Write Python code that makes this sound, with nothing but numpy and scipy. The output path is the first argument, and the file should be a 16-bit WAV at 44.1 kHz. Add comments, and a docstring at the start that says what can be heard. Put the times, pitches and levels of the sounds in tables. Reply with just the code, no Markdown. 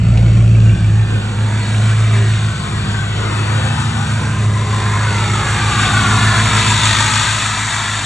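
"""Idle boom of an eight-cylinder diesel truck, hunting a little in speed, first in the cab, then outside.
The listener walks along the flank to the tailpipe: the boom rises and falls, the rush of gas grows.
Exhaust: sines on multiples of the engine cycle, with rumble and cab drone as filtered noise.
Rush: noise puffed by each firing, combed by an echo off the paving, levelled in four bands.
Under it a valve tick once a cycle, a clatter at each firing and a double snap of cab trim."""
import sys
import numpy as np
from scipy import signal
from scipy.fft import rfft, irfft, next_fast_len
from scipy.io import wavfile
from scipy.ndimage import uniform_filter1d, map_coordinates

SR = 44100
rng = np.random.default_rng(int(sys.argv[2]) if len(sys.argv) > 2 else 0)


def waveform_to_disk(signal):
    """Save audio, clipped to [-1, 1], as 16-bit WAV at the path in sys.argv[1]."""
    frames = np.transpose(np.atleast_2d(signal))
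    scaled = np.clip(frames, -1, 1) * 32767
    samples = np.round(scaled).astype(np.int16)
    wavfile.write(sys.argv[1], SR, samples)


N = 355005


def gain_of(db):
    """Decibels to an amplitude factor."""
    return 10 ** (np.asarray(db) / 20)


def evened(x):
    """Scales to rms 1."""
    return x / np.sqrt(np.mean(x ** 2) + 1e-20)


def curves(rows, t=None):
    """Every column of a time table, by default one value a sample."""
    t = np.arange(N) / SR if t is None else t
    row_s, *columns = np.transpose(rows)
    return [np.interp(t, row_s, column) for column in columns]


def read(points, at_hz):
    """Level of a spectrum table, interpolated on log frequency."""
    hz, db = np.transpose(points)
    return np.interp(np.log(at_hz + 1), np.log(hz + 1), db)


def coloured(x, points, turn=1):
    """Filters x by a spectrum table; turn rotates the phase (1j: a quarter turn)."""
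    size = next_fast_len(N)
    gain = gain_of(read(points, np.fft.rfftfreq(size, 1 / SR)))
    return irfft(rfft(x, size) * gain * turn, size)[..., :N]


def drift(per_s, t, count):
    """Slow random wander of rms 1: noise at 40 knots a second, averaged twice."""
    knots = rng.standard_normal((count, int(N / SR * 40) + 9))
    width = max(int(20 / per_s), 1)
    knots = uniform_filter1d(uniform_filter1d(knots, width), width)
    return [np.interp(t * 40, np.arange(len(k)), evened(k)) for k in knots]


# listener's place: (time [s], 0 in the cab - 1 outside)
OUTSIDE = [(0, 0.39), (.7, 0.34), (1.15, 0.96), (8.05, 0.97)]
# twice the firing rate, swells and drops out as the listener moves: (time [s], level [dB])
BOOM = [(0, -14), (.13, -11), (.69, -7.5), (.74, -10.5), (.78, -29.5), (.82, -13.5), (.9, -11), (1.0, -11),
        (1.045, -11.5), (1.085, -23), (1.16, -14), (1.19, -14), (1.22, -23.5), (1.35, -18.5), (1.44, -15),
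        (1.67, -18.5), (1.8, -12.5), (2.2, -11.5), (2.48, -16), (2.58, -31), (2.72, -25.5), (2.9, -21),
        (3.12, -20), (3.5, -16.5), (3.65, -17.5), (3.87, -23.5), (4.1, -20), (4.33, -21.5), (4.48, -12.5),
        (4.65, -18.5), (5.1, -16), (5.7, -22.5), (6.25, -15.5), (7.1, -21), (7.6, -27.5), (8.05, -26.5)]
# order groups: (time [s], firing rate [dB], uneven low orders [dB], upper orders [dB])
GROUP_LEVELS = [(0, -27, -21, -29), (.1, -16, -20.5, -37), (.6, -20.5, -23, -29.5), (.95, -25, -21.5, -33),
                (1.3, -33.5, -27.5, -30.5), (1.7, -35, -27.5, -31.5), (2.05, -30, -27, -36.5),
                (2.5, -37, -23, -30.5), (2.8, -33, -22.5, -29), (3.3, -33, -25, -34),
                (3.75, -57, -20, -33.5), (4.3, -37, -22.5, -34), (4.8, -34.5, -24.5, -32),
                (5.4, -31, -23, -31.5), (5.8, -32, -22, -28), (6.2, -30, -22, -25), (6.9, -31, -25, -29.5),
                (7.4, -38, -30.5, -38), (8.05, -40, -34.5, -37)]
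# quick random swell, rms: [firing rate [dB], low orders [dB], upper orders [dB]]
GROUP_SWELL_DB = [1.0, 0.73, 1.3]
# uneven orders, relative to their group: (multiple of cycle rate, rounded to play, cab [dB], outside [dB])
UNEVEN_ORDERS = [(7, -15, -47), (9, -4, -22), (10, -5.5, -37), (11, -1, -15), (12, -2.5, -9),
                 (13, -0.5, -23), (14, -30.5, -20), (15, -23, -29), (17, -12, -2), (18, -33, -9),
                 (19, 6, -33.5), (20, -24, -11), (21, -11, -8.5), (22, -30, -11.5), (23, -23.5, -44),
                 (24, 2.5, -15), (25, 0, -28), (26, -0.5, -16), (27, 3.5, -27), (28.19, -16, -12.5),
                 (29, 2, -18), (30, -20.5, -8.5), (31, -17.5, -2), (32, 8.5, -12.5), (33, -17, -49),
                 (34, -22, -24.5), (35, -12.5, -7.5), (36, -21, -12.5), (37, -21, -20.5), (38, -16.5, -30),
                 (40, -14, -22.5), (41, -6.5, -24.5), (48, -15.5, -20), (50, -27, -22), (51, -11.5, -17.5),
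                 (54, -19, -19.5), (55, -27, -23.5), (58, -32, -27), (59, -18, -24.5), (64.4, -12.5, -23)]
# wavering panel orders, 6.5 dB below: (multiple of cycle rate, level re upper orders [dB])
PANEL_ORDERS = [(39, -22), (43, -20), (47, -22), (52, -20), (53, -20), (60, -16), (65, -20), (69, -22)]
# places that favour or muffle an order: (multiple of cycle rate, middle [s], reach [s], lift [dB])
PLACES = [(31, 1.35, 1.3, -1.5), (17, 3.6, 1.63, -7), (17, 6, 0.48, 1), (26, 0.83, 0.51, 3),
          (30, 1.8, 0.49, 6.5), (59, 2.2, 0.11, 21), (35, 3.86, 0.35, 9), (40, 3.55, .2, 14),
          (40, 5.96, 0.4, 13), (31, 4.3, 0.31, 7), (31, 5.56, 0.33, -1.5), (54, 5.37, 0.58, 13),
          (64, 5.01, 0.77, 15), (30, 2.85, 0.082, 9), (35, 5.04, 0.42, -12), (35, 2.98, 0.53, -8.5),
          (54, 3.5, .2, 10), (59, 2.9, .25, 12), (69, 6.52, 0.32, 15), (32, 2.1, 0.41, 5.5),
          (21, 3.9, .4, 3.5), (20, 1.96, .5, 6), (24, 2.3, .5, 8), (28, 2.1, .5, 10), (18, 2.1, 0.58, -9),
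          (21, 2.1, 0.58, -6)]
UPPER_FROM_ORDER = 28
CRANK_TURNS, SPREAD_TURNS = .25, -.235  # linear and quadratic phase across the orders
SLIP_TURNS_PER_DB, WAVER_DB_PER_ORDER = .01, .04


def exhaust_orders(turns):
    """Sines on multiples of the engine cycle; unlike cylinders and pipes feed the uneven ones."""
    t, turns = np.arange(0, N, 10) / SR, turns[::10]  # low tones: a tenth of the samples will do
    boom_db = curves(BOOM, t)[0]
    swells = drift(5.9, t, count=3)
    firing_db, low_db, upper_db = (
        db + size_db * swell for db, size_db, swell in zip(curves(GROUP_LEVELS, t), GROUP_SWELL_DB, swells))
    outside = np.clip(curves(OUTSIDE, t)[0], 0, 1)
    rows = [(16, boom_db, 0.18), (8, firing_db, 0.32)]  # (order, level [dB], waver [dB])
    for order, cab_db, out_db in UNEVEN_ORDERS:
        group_db = low_db if round(order) < UPPER_FROM_ORDER else upper_db
        rows.append((order, group_db + cab_db + outside * (out_db - cab_db), WAVER_DB_PER_ORDER * order))
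    rows += [(order, upper_db + db - 6.5, 4.0) for order, db in PANEL_ORDERS]
    sound = np.zeros(len(t))
    wavers, slips = drift(1.96, t, count=len(rows)), drift(1.2, t, count=len(rows))
    for (order, db, waver_db), waver, slip in zip(rows, wavers, slips):
        k = round(order)
        step = k - 16  # the pipe delays each order a little differently
        phase_turns = k * turns + CRANK_TURNS * step + SPREAD_TURNS * step * (step - 1)
        phase_turns = phase_turns + SLIP_TURNS_PER_DB * waver_db * slip
        for at_order, middle_s, reach_s, lift_db in PLACES:
            if round(at_order) == k:
                db = db + lift_db * np.exp(-((t - middle_s) / reach_s) ** 4)
        sound += np.sqrt(2) * gain_of(db + waver_db * waver) * np.cos(2 * np.pi * phase_turns)
    return signal.resample_poly(sound, 10, 1)[:N]


# exhaust rumble outside: (frequency [Hz], density [dB per Hz])
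RUMBLE = [(20, -13), (45, -5.5), (60, -3), (100, 19.5), (170, 7), (230, 5.5), (300, -23), (500, -64.5)]
# drone in the cab: (frequency [Hz], density [dB per Hz])
CAB_DRONE = [(10, -2), (30, 17), (80, 11), (180, 29), (260, -6), (500, -56)]
RUMBLE_RE_LOW_ORDERS_DB, CAB_DRONE_DB = -6, -25


def rumble_and_drone():
    """Low filtered noise: rumble follows the low orders outside, a steady drone fills the cab."""
    rumble, drone = rng.standard_normal((2, N))
    low_db, outside = curves(GROUP_LEVELS)[1], np.clip(curves(OUTSIDE)[0], 0, 1)
    rumble = gain_of(low_db + RUMBLE_RE_LOW_ORDERS_DB) * outside * evened(coloured(rumble, RUMBLE))
    return rumble + gain_of(CAB_DRONE_DB) * (1 - outside) * evened(coloured(drone, CAB_DRONE))


# walk: (time [s], nearness to tailpipe [0-1], echo delay [ms], echo strength [0-1], puff depth [0-1])
PATH = [(0, 0.3, 0.38, 0.2, 0.27), (1, 0.16, 3.9, 0.2, 0.12), (3.2, 0.23, 5.3, 0, 0.01),
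        (4.3, 0.3, 3.2, 0, 0.12), (5.1, 0.58, 2.05, 0.24, 0.2), (5.5, 0.7, 2.44, 0.4, 0.22),
        (6, 0.73, 2.72, 0.8, 0), (6.5, 0.94, 3.01, 0.5, 0.17), (7, 1, 3.23, 0.85, 0.4),
        (7.5, 1, 3.1, 0.4, 0.1), (8.05, 1, 2.93, 0.5, 0.25)]
PUFF_LEAD_FIRINGS = .15


def puffed_noise(turns):
    """Two unlike noises, puffed by unequal cylinders and doubled by the echo off the paving."""
    _, delay_ms, echo, depth = curves(PATH)
    firing = 8 * turns + PUFF_LEAD_FIRINGS
    cylinder_db = np.array([0.025, 1.8, -0.65, 0.3, -0.4, 1.7, -0.3, -0.8])
    cylinder = gain_of(cylinder_db)[firing.astype(int) % 8]
    puffs = uniform_filter1d(cylinder * np.exp(-(firing % 1) / 0.27), 60)
    noise = rng.standard_normal((2, N)) * (1 + 2.0 * depth * (puffs - puffs.mean()))
    late = np.arange(N) - delay_ms * SR / 1000
    back = np.array([np.interp(late, np.arange(N), n) for n in noise])
    # rough ground scatters the treble: (frequency [Hz], level [dB])
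    ground = [(0, -8), (1500, -2.5), (2000, -6), (3200, -11.5), (22050, -43)]
    return noise + echo * coloured(back, ground)


# rush at the open door, before band levelling: (frequency [Hz], density [dB per Hz])
CAB = [(140, -32), (240, -8), (264, -11), (331, 5), (377, -9.5), (564, -3.5), (976, -15.5), (1580, -9),
       (1950, -17), (2490, -14.5), (3550, -25.5), (8340, -29), (11300, -63.5), (14700, -89), (22000, -120)]
# beside the truck, likewise: (frequency [Hz], density [dB per Hz])
FLANK = [(140, -29), (240, -7), (287, 7.5), (377, -1.5), (422, -1.5), (564, -3), (1390, 1), (3120, -15),
         (3610, -12), (4980, -18.5), (7820, -16.5), (9640, -30), (11300, -55), (14700, -67), (22000, -120)]
# behind the truck, likewise: (frequency [Hz], density [dB per Hz])
TAILPIPE = [(140, -35), (240, 7), (296, -15), (436, -9.5), (512, -11), (685, -8), (818, -3), (1170, -1),
            (1920, -1.5), (3120, -14), (3610, -6), (4980, -17.5), (7450, -12), (9190, -25), (11300, -45.5),
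            (14700, -65), (22000, -120)]
# ripples of the microphone housing: (frequency [Hz], level [dB])
HOUSING = [(0, -7.5), (3800, 1.5), (4050, -2.5), (4400, 2.5), (4650, 0.5), (4900, -8), (5250, -4),
           (5750, 0.5), (6250, -2), (6600, 1.5), (22050, 6.5)]
# three shifting narrow bands between truck and wall: (time [s], then 3 x centre [Hz], lift [dB])
GAP = [(0, 1570, -5, 2420, -7, 760, 3), (.7, 1570, 4, 2330, 6, 750, 0.5), (1.3, 1630, 2, 2330, 2, 760, 0),
       (1.9, 1670, 11.5, 2330, 6, 1180, 3), (2.2, 1560, 1, 2330, 4, 1120, 2),
       (2.5, 1514, 6, 1910, 10, 1080, 1), (2.75, 1520, 3, 1900, 5, 1060, 7),
       (2.95, 1565, 14.5, 1930, 14, 1080, 1), (3.15, 1490, 5, 1960, 11, 950, 3),
       (3.45, 1366, 10, 1920, 7, 900, 6), (3.65, 1300, -6, 1780, 8.5, 830, 3),
       (4, 1370, 2, 1765, 8, 780, 9), (4.25, 1430, 5, 1980, -1, 1036, 7),
       (4.7, 1620, -9, 1960, 9, 1043, 13), (5.0, 1650, 7, 1960, 4, 1023, 14),
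       (5.2, 1350, 7, 1950, 1, 940, 6), (5.55, 1210, 7, 1580, 8, 910, -1),
       (5.9, 1160, 8.5, 1480, 6.5, 725, 1), (6.25, 1140, 7, 1424, 7.5, 706, 4),
       (6.5, 970, 5, 1400, 9, 704, -3), (6.75, 936, 5.5, 1340, 2, 700, 3), (7.1, 940, -6, 1290, 0, 705, -8),
       (7.6, 930, 1, 1370, 4, 664, 5.5), (8.05, 915, 2.5, 1350, 2, 660, -2)]
# length of the reflected paths: (time [s], relative length)
PATH_STRETCH = [(0, 1.0), (5.1, 1.0), (6, 1.3), (7, 1.5), (8.05, 1.46)]
DOOR_SHADE_S = 0.23  # the open door still screens the rush for a step
GAP_HALF_WIDTH_HZ = 38


def rush_colour_db(hz, t):
    """Spectrum over time: place along the truck, housing, wall gap and small reflections."""
    near = np.clip(curves(PATH, t)[0], 0, 1)
    outside = np.clip(curves(OUTSIDE, t - DOOR_SHADE_S)[0], 0, 1)
    cab, flank, tail = (read(points, hz)[:, None] for points in (CAB, FLANK, TAILPIPE))
    db = (1 - outside) * cab + outside * ((1 - near) * flank + near * tail)
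    db += read(HOUSING, hz)[:, None]
    gap = curves(GAP, t)
    for centre_hz, lift_db in zip(gap[::2], gap[1::2]):
        db += lift_db * np.exp(-((hz[:, None] - centre_hz) / GAP_HALF_WIDTH_HZ) ** 2)
    # small reflections: narrow bands swell and fade, and slide down as the paths lengthen
    patches = rng.standard_normal((len(t), 2 * len(hz)))
    patches = uniform_filter1d(uniform_filter1d(patches, 32, 0), 20, 0).T
    slid = np.arange(len(hz))[:, None] * np.clip(curves(PATH_STRETCH, t)[0], .5, 2)
    frames = np.arange(len(t)) + 0 * slid
    patches = map_coordinates(patches, [slid, frames], order=1, mode="nearest")
    # swing away from the tailpipe: (frequency [Hz], rms [dB])
    swing_db = read([(0, 1.6), (800, 3.7), (2500, 4.06), (5000, 3.4), (22050, 2.0)], hz)[:, None]
    return db + evened(patches) * (1 - 0.32 * near) * swing_db


# band levels: (time [s], engine-bay roar [dB], rush of gas [dB], top hiss [dB], low wash [dB],
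# left-right lean, plus is left [dB])
WALK = [(0, -39, -40, -46, -37, -1.5), (.15, -33, -38.5, -43, -30.5, -1), (.55, -37, -37, -42.5, -34, -1),
        (.8, -34, -38, -43, -36, -1.5), (1.4, -31.5, -38.5, -42, -35.5, -2),
        (1.75, -29.5, -33, -36, -34.5, -1.5), (2.35, -28, -32.5, -36.5, -35, -1),
        (2.6, -30.5, -36.5, -39, -40.5, 1.5), (2.8, -29, -35, -39, -37, 1),
        (3.45, -26, -33.5, -37, -31, 1.5), (3.95, -26.5, -33, -35, -38.5, 2),
        (4.2, -27.5, -34.5, -37, -34, -2), (4.58, -28.5, -35.5, -38, -33.5, 0),
        (4.85, -22.5, -32, -35, -34.5, -1), (5.3, -23, -30, -32, -33.5, -1.5),
        (5.8, -19, -24, -28.5, -34, -0.5), (6.3, -17, -25, -27.5, -30.5, -1),
        (6.8, -18.5, -20, -23, -33.5, 0), (7.25, -19, -21.5, -23.5, -35, 0.5),
        (7.42, -22, -23.5, -26, -33.5, -0.5), (7.6, -22.5, -26.5, -27.5, -38.5, 0),
        (8.05, -23.5, -26.5, -28.5, -38, -0.5)]
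# own flicker of each band, rms: [wash [dB], roar [dB], gas [dB], hiss [dB]]
BAND_FLICKER_DB = [1, 0.4, 0.55, 0.18]
# swell once a cycle, one cylinder blows harder: (frequency [Hz], peak [dB])
LOPE = [(500, -0.1), (1500, 0.5), (3500, 0), (7000, 0.57)]
LOPE_TURN = 0.69


def rush(turns):
    """Gas and engine noise, coloured by the place, held to four band levels; two unlike draws."""
    hz, t, z = signal.stft(puffed_noise(turns), SR, nperseg=1024, noverlap=768)
    colour_db = rush_colour_db(hz, t)
    z *= gain_of(colour_db)
    flicker_db = 0.6 * drift(7, t, count=1)[0]  # the idle is never quite steady
    cycle = np.interp(t * SR, np.arange(N), turns)
    lope_db = read(LOPE, hz)[:, None] * np.cos(2 * np.pi * (cycle - LOPE_TURN))
    edges_hz = np.array([0, 700, 2300, 5050, SR])
    power = uniform_filter1d((abs(z) ** 2).mean(0), 60)  # slow, so that each band keeps to its level
    roar_db, gas_db, hiss_db, wash_db, _ = curves(WALK, t)
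    own_db = np.array(drift(6., t, count=4)) * np.array(BAND_FLICKER_DB)[:, None]
    levels_db = own_db + [wash_db, roar_db, gas_db, hiss_db]
    lift = np.zeros(colour_db.shape)
    for lo_hz, hi_hz, level_db in zip(edges_hz, edges_hz[1:], levels_db):
        band = (hz >= lo_hz) & (hz < hi_hz)
        present_db = 10 * np.log10(power[band & (hz > 250)].sum(0) * 4 / 3)
        lift[band] = level_db + flicker_db - present_db
    z *= gain_of(uniform_filter1d(lift, size=5, axis=0) + lope_db)
    return signal.istft(z, SR, nperseg=1024, noverlap=768)[1][:, :N]


# engine speed: (time [s], engine cycles per second [1/s])
SPEED = [(0.0, 7.012), (0.24, 7.066), (0.62, 6.93), (0.81, 6.58), (1.0, 6.761), (1.28, 6.566),
         (1.46, 6.701), (1.65, 6.618), (1.88, 6.811), (2.42, 6.738), (2.64, 6.47), (3.1, 6.497),
         (3.3, 6.594), (3.7, 6.636), (4.5, 6.616), (4.7, 6.573), (5.85, 6.537), (6.15, 6.627), (7.1, 6.606),
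         (8.05, 6.566)]
# clatter of the firings: (time [s], level [dB])
KNOCK_DB = [(0, -48), (.6, -45), (1, -49), (2.4, -43), (4.5, -49.5), (6, -38), (7.2, -38), (8.05, -40.5)]
# colour of the knock: (frequency [Hz], level [dB])
BLOCK = [(300, -16), (700, -1), (1300, -2), (2600, -0.5), (4000, -6.5), (7000, -15), (10000, -44.5)]
KNOCK_T60_S, KNOCK_SPREAD_DB = 0.016, 1.5


def knock(turns):
    """Each firing raps the block: a short decaying noise burst of slightly random size."""
    firing = 8 * turns + PUFF_LEAD_FIRINGS
    since_s = firing % 1 / (8 * curves(SPEED)[0])
    size_db = KNOCK_SPREAD_DB * rng.standard_normal(int(firing[-1]) + 1)[firing.astype(int)]
    burst = gain_of(size_db - 60 * since_s / KNOCK_T60_S) * rng.standard_normal(N)
    return gain_of(curves(KNOCK_DB)[0]) * evened(coloured(burst, BLOCK))


# ringing modes: (frequency [Hz], level [dB], t60 [s])
TAPPET = [(2330, 3, 0.03), (2380, -2.5, .02), (2665, 3, 0.027), (2800, -1, 0.022)]
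# strike level: (time [s], level [dB])
TAPPET_DB = [(0, -33), (.3, -25.5), (.7, -19), (1.1, -29), (1.35, -36), (1.7, -20), (2.4, -24), (3, -49),
             (8.05, -64)]
TAPPET_TURN = .86


def tappet(turns):
    """A valve struck once a cycle rings in a few damped modes."""
    t = np.arange(1500) / SR
    struck = np.diff(np.floor(turns - TAPPET_TURN), prepend=-1)
    strikes = struck * gain_of(curves(TAPPET_DB)[0] + 0.8 * rng.standard_normal(N))
    ring = sum(gain_of(db - 60 * t / t60_s) * np.sin(2 * np.pi * hz * t) for hz, db, t60_s in TAPPET)
    ring *= 1 - np.exp(-t / 0.003)  # heard through the bulkhead, the blow starts softly
    return signal.oaconvolve(strikes, ring)[:N]


# double snap, before trim and colour: (time [s], level [dB])
SNAPS = [(0.1742, -17), (0.178, -16.5)]


def trim_snap():
    """Cab trim snaps twice: noise grains that decay 60 dB in 26 ms, then are coloured."""
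    t, snap = np.arange(1500) / SR, np.zeros(N)
    for (at_s, db), grain in zip(SNAPS, rng.standard_normal((len(SNAPS), 1500))):
        snap[round(at_s * SR):][:1500] += gain_of(db - 7.5 - 60 * t / 0.026) * grain
    # (frequency [Hz], level [dB])
    trim = [(0, -22), (1500, -8), (2600, 14.0), (3500, 4.0), (6000, -2), (9000, -20), (22050, -40)]
    return coloured(snap, trim)


# width beside the truck, before the mix shares: (frequency [Hz], side over mid [dB])
WIDTH_FLANK = [(60, -26.5), (130, -18), (300, -9.5), (600, -2), (1000, -7.5), (1900, -7), (3300, 1),
               (5000, -4), (7700, -13), (10900, 3)]
# width behind the truck, likewise: (frequency [Hz], side over mid [dB])
WIDTH_TAILPIPE = [(60, -27.5), (200, -35), (340, -16.5), (600, -3.5), (1100, -9.5), (1900, -53),
                  (2500, -3.5), (3400, 3.5), (4100, -8.5), (5000, 15), (7700, -2.5), (10900, 15)]
# the hand turns the ports across or along the sound: (time [s], width [dB])
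TURNING = [(0, 1.5), (.9, 1.5), (1.15, 7), (1.5, 1.5), (2.4, 0.5), (2.7, 5.5), (4.1, 4), (4.4, -1), (6, -2),
           (7, -4.5), (8.05, -8)]
# how far each band follows the lean: (frequency [Hz], level [dB])
LEAN = [(200, -28), (500, 3), (1000, 13.5), (3500, 0), (5000, 13), (9000, -14)]
# band favouring the left behind the truck: (frequency [Hz], level [dB])
TAIL_LEAN = [(2000, -44), (2800, -17.5), (4500, -10), (5200, -36.5)]
# band kept nearly the same left and right: (frequency [Hz], side level [dB])
NARROWED_BAND = [(0, 0), (5150, 0), (5400, -30), (7400, -30), (7600, 0), (22050, 0)]


def scene():
    """Two close microphone ports: the difference is partly the same sound out of phase, partly unrelated."""
    turns = np.cumsum(curves(SPEED)[0]) / SR
    same, other = rush(turns)
    low = exhaust_orders(turns) + rumble_and_drone()
    mid = same + low + tappet(turns) + trim_snap() + knock(turns)
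    near, lean_db = np.clip(curves(PATH)[0], 0, 1), curves(WALK)[-1]
    turning = gain_of(curves(TURNING)[0])
    side = 0
    for share, width in ((1 - near, WIDTH_FLANK), (near, WIDTH_TAILPIPE)):
        spread = 0.46 * coloured(mid, width, turn=1j) + 0.58 * coloured(other, width)
        side = side + share * turning * spread
    side = side + np.tanh((lean_db + 1.3) / 21.6) * coloured(same, LEAN)
    side = side + near * coloured(same, TAIL_LEAN)
    side = coloured(side, NARROWED_BAND) - 0.029 * low
    return np.array([mid + side, mid - side])


EDGE_HZ = 11480


def record(dry):
    """Soft overload on the tallest peaks, then the band limit."""
    loud = 1.137 * dry
    soft = loud / (1 + (loud / .96) ** 4) ** .25
    lowpass = signal.firwin(511, EDGE_HZ, window=("kaiser", 9), fs=SR)
    return signal.oaconvolve(soft, lowpass[None], "same")


dry = scene()
out = record(dry)
waveform_to_disk(out)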